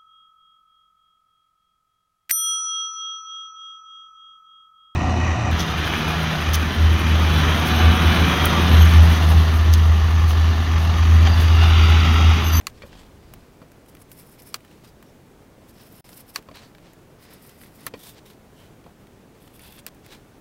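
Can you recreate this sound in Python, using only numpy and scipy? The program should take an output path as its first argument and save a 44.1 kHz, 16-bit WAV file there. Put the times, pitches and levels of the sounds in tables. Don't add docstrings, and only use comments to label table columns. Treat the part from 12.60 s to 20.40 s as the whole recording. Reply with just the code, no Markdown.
import sys
import numpy as np
from scipy import signal
from scipy.fft import rfft, irfft, next_fast_len
from scipy.io import wavfile

SR = 44100
rng = np.random.default_rng(int(sys.argv[2]) if len(sys.argv) > 2 else 0)


def generate_wav(sig):
    pcm = np.round(np.clip(np.atleast_2d(sig).T, -1, 1) * 32767).astype(np.int16)
    wavfile.write(sys.argv[1], SR, pcm)


N = 344200

# (t/s, tearing level/dB, holder drag level/dB)
STROKES = [
    [(1.48, -70, -79), (1.52, -54, -74), (1.55, -60, -76), (1.595, -49.5, -58), (1.64, -59, -71),
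     (1.68, -56, -69), (1.74, -59, -65), (1.77, -68, -77), (1.797, -48, -54), (1.81, -58, -63),
     (1.822, -52, -60), (1.845, -61, -71), (1.873, -47, -54.5), (1.92, -63, -66), (1.942, -54, -63)],
    [(3.13, -67, -68), (3.2, -56, -57.5), (3.26, -57.5, -57.5), (3.3, -62, -69), (3.375, -51.5, -60.5),
     (3.45, -61, -59.5), (3.49, -55, -58), (3.51, -55, -64), (3.53, -48, -50), (3.55, -54, -65),
     (3.575, -43, -53.5), (3.588, -50, -58), (3.605, -46, -55), (3.645, -74, -81), (3.7, -46, -56),
     (3.722, -66, -71), (3.745, -50, -55), (3.759, -39, -45)],
    [(4.585, -68, -68), (4.62, -56.5, -58.5), (4.69, -65, -57.5), (4.74, -48.5, -55), (4.775, -66, -62),
     (4.84, -51.5, -62), (4.9, -58, -57.5), (4.97, -61, -65), (5.03, -52, -60), (5.075, -54, -58),
     (5.1, -67, -74), (5.2, -56, -56.5), (5.265, -55, -61.5)],
    [(6.8, -69, -68), (6.82, -55.5, -68), (6.92, -68, -71), (6.957, -48, -61), (6.98, -62, -65.5),
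     (7.05, -53, -53), (7.11, -56, -59.5), (7.15, -54, -60), (7.17, -55, -60), (7.192, -51, -52),
     (7.215, -70, -76)],
]
# (f/Hz, relative level per Hz/dB)
RUB_COLOUR = [(350, -47), (600, -8), (977, -0.5), (1160, -4.5), (3940, -6), (5470, -11.5), (9000, -21.5),
              (11700, -57), (19800, -120)]


def from_db(db):
    return 10 ** (np.asarray(db, float) / 20)


def rms_one(x):
    return x / np.sqrt(np.mean(x ** 2) + 1e-20)


def in_time(rows):
    s, *columns = np.transpose(rows)
    return [np.interp(np.arange(N) / SR, s, c) for c in columns]


def coloured(x, spectrum):
    size = next_fast_len(N)
    hz = np.maximum(np.arange(size // 2 + 1) * SR / size, 1)
    table = np.array(spectrum)
    gain = from_db(np.interp(np.log(hz), np.log(table[:, 0]), table[:, 1]))
    return rms_one(irfft(rfft(x, size) * gain, size)[:N])


def drift(rate_hz):
    r = np.exp(-2 * np.pi * rate_hz * 20 / SR)
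    noise = rng.standard_normal(N // 20 + 2002)
    slow = signal.lfilter([1], [1, -2 * r, r * r], noise)[2000:]
    return np.interp(np.arange(N) / 20, np.arange(len(slow)), rms_one(slow))


def ring(drive, hz, t60):
    r, w = from_db(-60 / (t60 * SR)), 2 * np.pi * hz / SR
    return signal.lfilter([0, np.sin(w)], [1, -2 * r * np.cos(w), r * r], drive + 1e-18)


def high_pass(x, hz):
    return signal.sosfilt(signal.butter(2, hz, "high", fs=SR, output="sos"), x)


def add(out, s, peak_db, sound):
    at = round(s * SR)
    out[at:at + len(sound)] += (from_db(peak_db) * sound / np.max(np.abs(sound)))[:N - at]


def grains(per_s, spread_db, surge_db, surge_hz):
    sizes = from_db(spread_db * np.minimum(rng.exponential(1, N), 4)) * rng.choice([-1, 1], N)
    breaks = rng.random(N) < per_s / SR
    return sizes * breaks * from_db(surge_db * drift(surge_hz))


def stroke_gain(rows, column):
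    t, table = np.arange(N) / SR, np.array(rows)
    return from_db(np.interp(t, table[:, 0], table[:, column], left=-200, right=-200))


def one_band(grit, hz):
    t60 = 32 / hz
    return rms_one(ring(ring(grit, hz, t60), hz, t60))


def tearing():
    # (f/Hz, mean level/dB, t60/s)
    blade_modes = [(8550, -16.5, 0.0023), (9700, -12.5, 0.0039), (11400, -18, 0.0061), (12100, -26, 0.0062),
                   (13000, -16, 0.0056), (14600, -11, .004)]
    # (f/Hz, relative level per Hz/dB)
    tear_colour = [(1760, -45), (3000, -37), (4450, -9), (5260, -4), (6790, -14), (8300, -2), (12200, 4.5),
                   (15700, -4)]
    fibres = grains(per_s=9000, spread_db=2.5, surge_db=3.8, surge_hz=80)
    chatter = grains(per_s=5500, spread_db=3, surge_db=4.0, surge_hz=40)
    swell_db = 4.5
    blade = sum(from_db(db + swell_db * drift(16)) * rms_one(ring(chatter, hz, t60))
                for hz, db, t60 in blade_modes)
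    effort = sum(stroke_gain(rows, column=1) for rows in STROKES)
    return effort * rms_one(coloured(fibres, tear_colour) + blade)


def dragging():
    # (f/Hz, level re dull grit/dB)
    rasp_bands = [
        [(5270, -2.5), (2320, -6)],
        [(5260, -4), (2830, -11)],
        [(5050, -7), (1960, -6.5)],
        [(3480, -2), (2690, -3.5), (4600, -7)],
    ]
    grit = grains(per_s=6000, spread_db=2.8, surge_db=2.0, surge_hz=50)
    dull = coloured(grit, RUB_COLOUR)
    out = np.zeros(N)
    for rows, bands in zip(STROKES, rasp_bands):
        rasp = sum(from_db(db) * one_band(grit, hz) for hz, db in bands)
        out += stroke_gain(rows, column=2) * (dull + rasp)
    return out


def sliding():
    # (start t/s, loudest t/s, end t/s,
    # dull rub level/dB, bright paper scuff level/dB, rung band f/Hz, rung band level/dB)
    slides = [(.08, 0.095, .11, -57, -60, 4800, -75), (0.09, .18, 0.25, -57.5, -71, 4800, -73),
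              (0.244, .265, .3, -59.5, -57.5, 4800, -72), (0.266, 0.336, 0.58, -55.5, -82, 3210, -60.5),
              (0.347, 0.396, .47, -70, -69, 7800, -65), (0.497, 0.677, 1.07, -63.5, -86, 4800, -71),
              (1.276, 1.288, 1.32, -66, -56, 10000, -60), (1.378, 1.418, 1.435, -65, -56, 10100, -56),
              (1.966, 2.082, 2.4, -63, -70, 2700, -75), (2.235, 2.247, 2.27, -54, -57, 4500, -64),
              (2.27, 2.275, 2.31, -59.5, -56, 5000, -60), (2.427, 2.486, 2.53, -68, -69, 5600, -67),
              (3.072, 3.095, 3.12, -62, -52, 5000, -67), (3.935, 3.962, 4.04, -46, -59, 4160, -52),
              (3.988, 4.047, 4.1, -55.5, -67, 4430, -59), (4.186, 4.272, 4.36, -58, -80, 4830, -74),
              (5.353, 5.47, 5.55, -51, -45, 3480, -53.5), (5.537, 5.592, 5.6, -51, -62, 4440, -61),
              (5.65, 5.662, 5.74, -57, -57, 3660, -61), (5.698, 5.69, 5.78, -60.5, -62, 3660, -68),
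              (5.943, 6.003, 6.13, -60, -63.5, 3100, -60.5), (7.264, 7.289, 7.29, -48.5, -52, 4000, -63),
              (7.433, 7.454, 7.5, -55, -65, 3840, -71), (7.48, 7.525, 7.59, -49, -57, 3900, -53)]
    # (f/Hz, relative level per Hz/dB)
    scuff_colour = [(1500, -27), (3000, -13), (5500, -3.5), (6600, -7.5), (9000, 0.5), (10000, 0),
                    (13000, 2.5), (15700, -1.5)]
    fade_db, roundness = -18.5, 1.59
    out = np.zeros(N)
    grit = grains(per_s=6500, spread_db=2.8, surge_db=1.6, surge_hz=60)
    dull, bright = coloured(grit, RUB_COLOUR), coloured(grit, scuff_colour)
    for start, loudest, end, dull_db, bright_db, hz, band_db in slides:
        part = slice(round(start * SR), round(end * SR))
        away = np.abs(np.interp(np.arange(N)[part] / SR, [start, loudest, end], [-1, 0, 1]))
        rub = from_db(dull_db) * dull[part] + from_db(bright_db) * bright[part]
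        rub += from_db(band_db) * one_band(grit[part], hz)
        out[part] += from_db(fade_db * away ** roundness) * rub
    return out


def snaps():
    # (t/s, body peak level/dB, crack re body peak/dB,
    # treble sizzle gain in the crack/dB, rattle re body peak/dB, rattle length/s,
    # extra level of modes under 1.5 kHz/dB, extra level of modes at 1.5-2.2 kHz/dB)
    hits = [(0.0689, -12.5, -2, -1, -18, 0.018, -3, -4), (1.9424, -14, 3.5, 5, -11, 0.025, -1, -6),
            (3.7597, -13, 5.5, -4, -11.5, 0.036, -0.5, 4.5), (5.2656, -26.5, 17, 14, -4, 0.023, 13, 12),
            (5.2678, -19.5, 2, -6, -10, 0.021, 7, 11), (7.2654, -26, 8.5, 9, -3, 0.011, -9, -2)]
    # (f/Hz, mean level/dB, t60/s)
    cutter_modes = [(440, -13.5, 0.037), (1100, -6, 0.026), (1304, -2, 0.011), (1700, -9.5, 0.021),
                    (2030, -12, 0.038), (2280, -4.5, 0.008), (2795, -1.5, 0.005), (3770, -6, 0.0041),
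                    (4115, -8, 0.022), (4510, -3, 0.015), (5954, -9.5, 0.019), (6990, -9, 0.014),
                    (8370, -10.5, 0.01), (9180, -6.5, 0.0078), (12800, -4, 0.0044)]
    out, t = np.zeros(N), np.arange(SR // 15) / SR
    for s, peak_db, crack_db, sizzle_db, rattle_db, rattle_s, low_db, mid_db in hits:
        noise = rng.standard_normal((3, len(t)))
        strength_db = rng.normal(0, 1, len(cutter_modes))
        contact = (t == 0) + 0.11 * noise[0] * np.exp(-t / 0.0024)
        body = np.zeros(len(t))
        for k, (hz, db, t60) in enumerate(cutter_modes):
            mode_db = db + strength_db[k] + low_db * (hz < 1500) + mid_db * (1500 < hz < 2200)
            body += (-1) ** k * from_db(mode_db) * ring(contact, hz, t60)
        sizzle = high_pass(noise[1], 11000) * (np.exp(-t / 0.0006) + 0.15 * np.exp(-t / 0.003))
        click = 3 * high_pass(np.exp(-t / 0.00006), 1500)
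        crack = from_db(sizzle_db) * sizzle + click
        stop = 1 / (1 + np.exp((t - rattle_s) / 0.0024))
        loose = noise[2] * np.exp(-t / 0.018) * stop
        rattle = rms_one(ring(loose, 2600, 0.00032)) + from_db(3) * rms_one(loose)
        add(out, s, peak_db, high_pass(body, 610))
        add(out, s, peak_db + crack_db, crack)
        add(out, s, peak_db + rattle_db, high_pass(rattle, 590))
    return out


def ticks():
    # (t/s, peak level/dB, bright part re dull part/dB)
    small_hits = [(0.0112, -36.5, -7), (0.329, -35.5, -16), (0.7373, -27, 2.5), (1.1178, -37, 3),
                  (1.2609, -40, 1), (1.3502, -36.5, 0.5), (1.369, -40, -2), (1.418, -37, 6),
                  (1.516, -29.5, 8), (1.8208, -33, 10), (1.873, -37, 14), (2.006, -44, -4),
                  (2.0484, -39, -2), (2.112, -41, -6), (2.426, -36, -2.5), (3.491, -35, 2),
                  (3.5764, -33, 14), (3.825, -41, 3), (3.955, -36, -1), (4.149, -39, -7),
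                  (4.1828, -40.5, -7), (4.3333, -41, 6), (4.8934, -35, 7), (5.014, -36.5, -4),
                  (5.035, -38, -4), (6.47, -41, -2.5), (6.8765, -41, 0), (6.9939, -35.5, 3),
                  (7.123, -35, 6), (7.3466, -44, 6), (7.4627, -35, 1.5)]
    out, t = np.zeros(N), np.arange(SR // 30) / SR
    for s, peak_db, bright_db in small_hits:
        spray = (rng.standard_normal(len(t)) + 2.3 * (t == 0)) * from_db(-60 * t / 0.022)
        dull = high_pass(ring(spray, 2220, 0.0011), 600)
        bright = high_pass(spray, 5800)
        add(out, s, peak_db, rms_one(dull) + from_db(bright_db) * rms_one(bright))
    return out


def knocks():
    # (t/s, peak level/dB, leading mode f/Hz,
    # gain of clatter and of modes above 1.5 kHz/dB, contact decay time/s)
    blows = [(0.22, -31, 440, 22, 0.013), (0.235, -32, 570, -21, 0.017), (0.352, -35, 340, -14, 0.0026),
             (1.017, -33.5, 255, -15, 0.0106), (3.785, -34.5, 427, -8, 0.01),
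             (3.887, -31.5, 1060, -9, 0.004), (3.913, -36.5, 623, -7, 0.005),
             (5.267, -29.5, 290, -1, 0.0064), (5.338, -25.5, 475, -6.5, 0.0085),
             (6.24, -46, 600, 4, 0.0037), (6.263, -36, 696, -21, 0.004)]
    # (f/Hz, level before the knock's gain/dB, t60/s)
    bench_modes = [(285, 4, 0.22), (526, 2, 0.028), (627, 2, 0.011), (1024, 2, 0.015), (1220, -6, 0.028),
                   (1900, -0.5, 0.065), (2360, 8, 0.014), (3160, 3, 0.011), (4370, 2, 0.019)]
    out, t = np.zeros(N), np.arange(SR // 8) / SR
    for s, peak_db, lead_hz, bright_db, contact_s in blows:
        contact = rng.standard_normal(len(t)) * np.exp(-t / contact_s)
        modes = sum(from_db(db + bright_db * (hz > 1500)) * rms_one(ring(contact, hz, t60))
                    for hz, db, t60 in bench_modes)
        clatter = from_db(bright_db + 6.5) * rms_one(ring(contact, 1800, 0.002))
        lead = from_db(8.5) * rms_one(ring(contact, lead_hz, 0.034))
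        add(out, s, peak_db, modes + clatter + lead)
    return out


def room():
    # (f/Hz, relative level per Hz/dB)
    room_colour = [(8.8, -22), (15, -20), (43, -9), (129, -2), (328, -6), (358, -7.5), (414, -7.5),
                   (1050, -18.5), (1400, -20.5), (3360, -28.5), (4240, -31), (13200, -36), (15700, -35.5)]
    # (t/s, level/dB)
    rumble_curve = [(0.0, -51), (0.78, -49.5), (0.89, -59.5), (6.8, -63), (7.36, -57), (7.8, -67)]
    level_db, sway_db = -50, 0.5 * drift(8)
    hum = coloured(rng.standard_normal(N), room_colour) * from_db(level_db + sway_db)
    band = signal.butter(2, [18, 80], "band", fs=SR, output="sos")
    rumble = rms_one(signal.sosfilt(band, rng.standard_normal(N)))
    return hum + from_db(in_time(rumble_curve)[0]) * rumble


def scene():
    return (tearing() + dragging() + sliding() + snaps() + ticks() + knocks() + room())[None]


def record(dry):
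    start, end, dip_db = 3.411, 3.442, -32.5
    level_db, = in_time([(start - 0.003, 0), (start, dip_db), (end, dip_db), (end + 0.00054, 0)])
    steep = signal.ellip(14, 0.5, 70, 15800, fs=SR, output="sos")
    return signal.sosfilt(steep, dry * from_db(level_db))


dry = scene()
out = record(dry)
generate_wav(out)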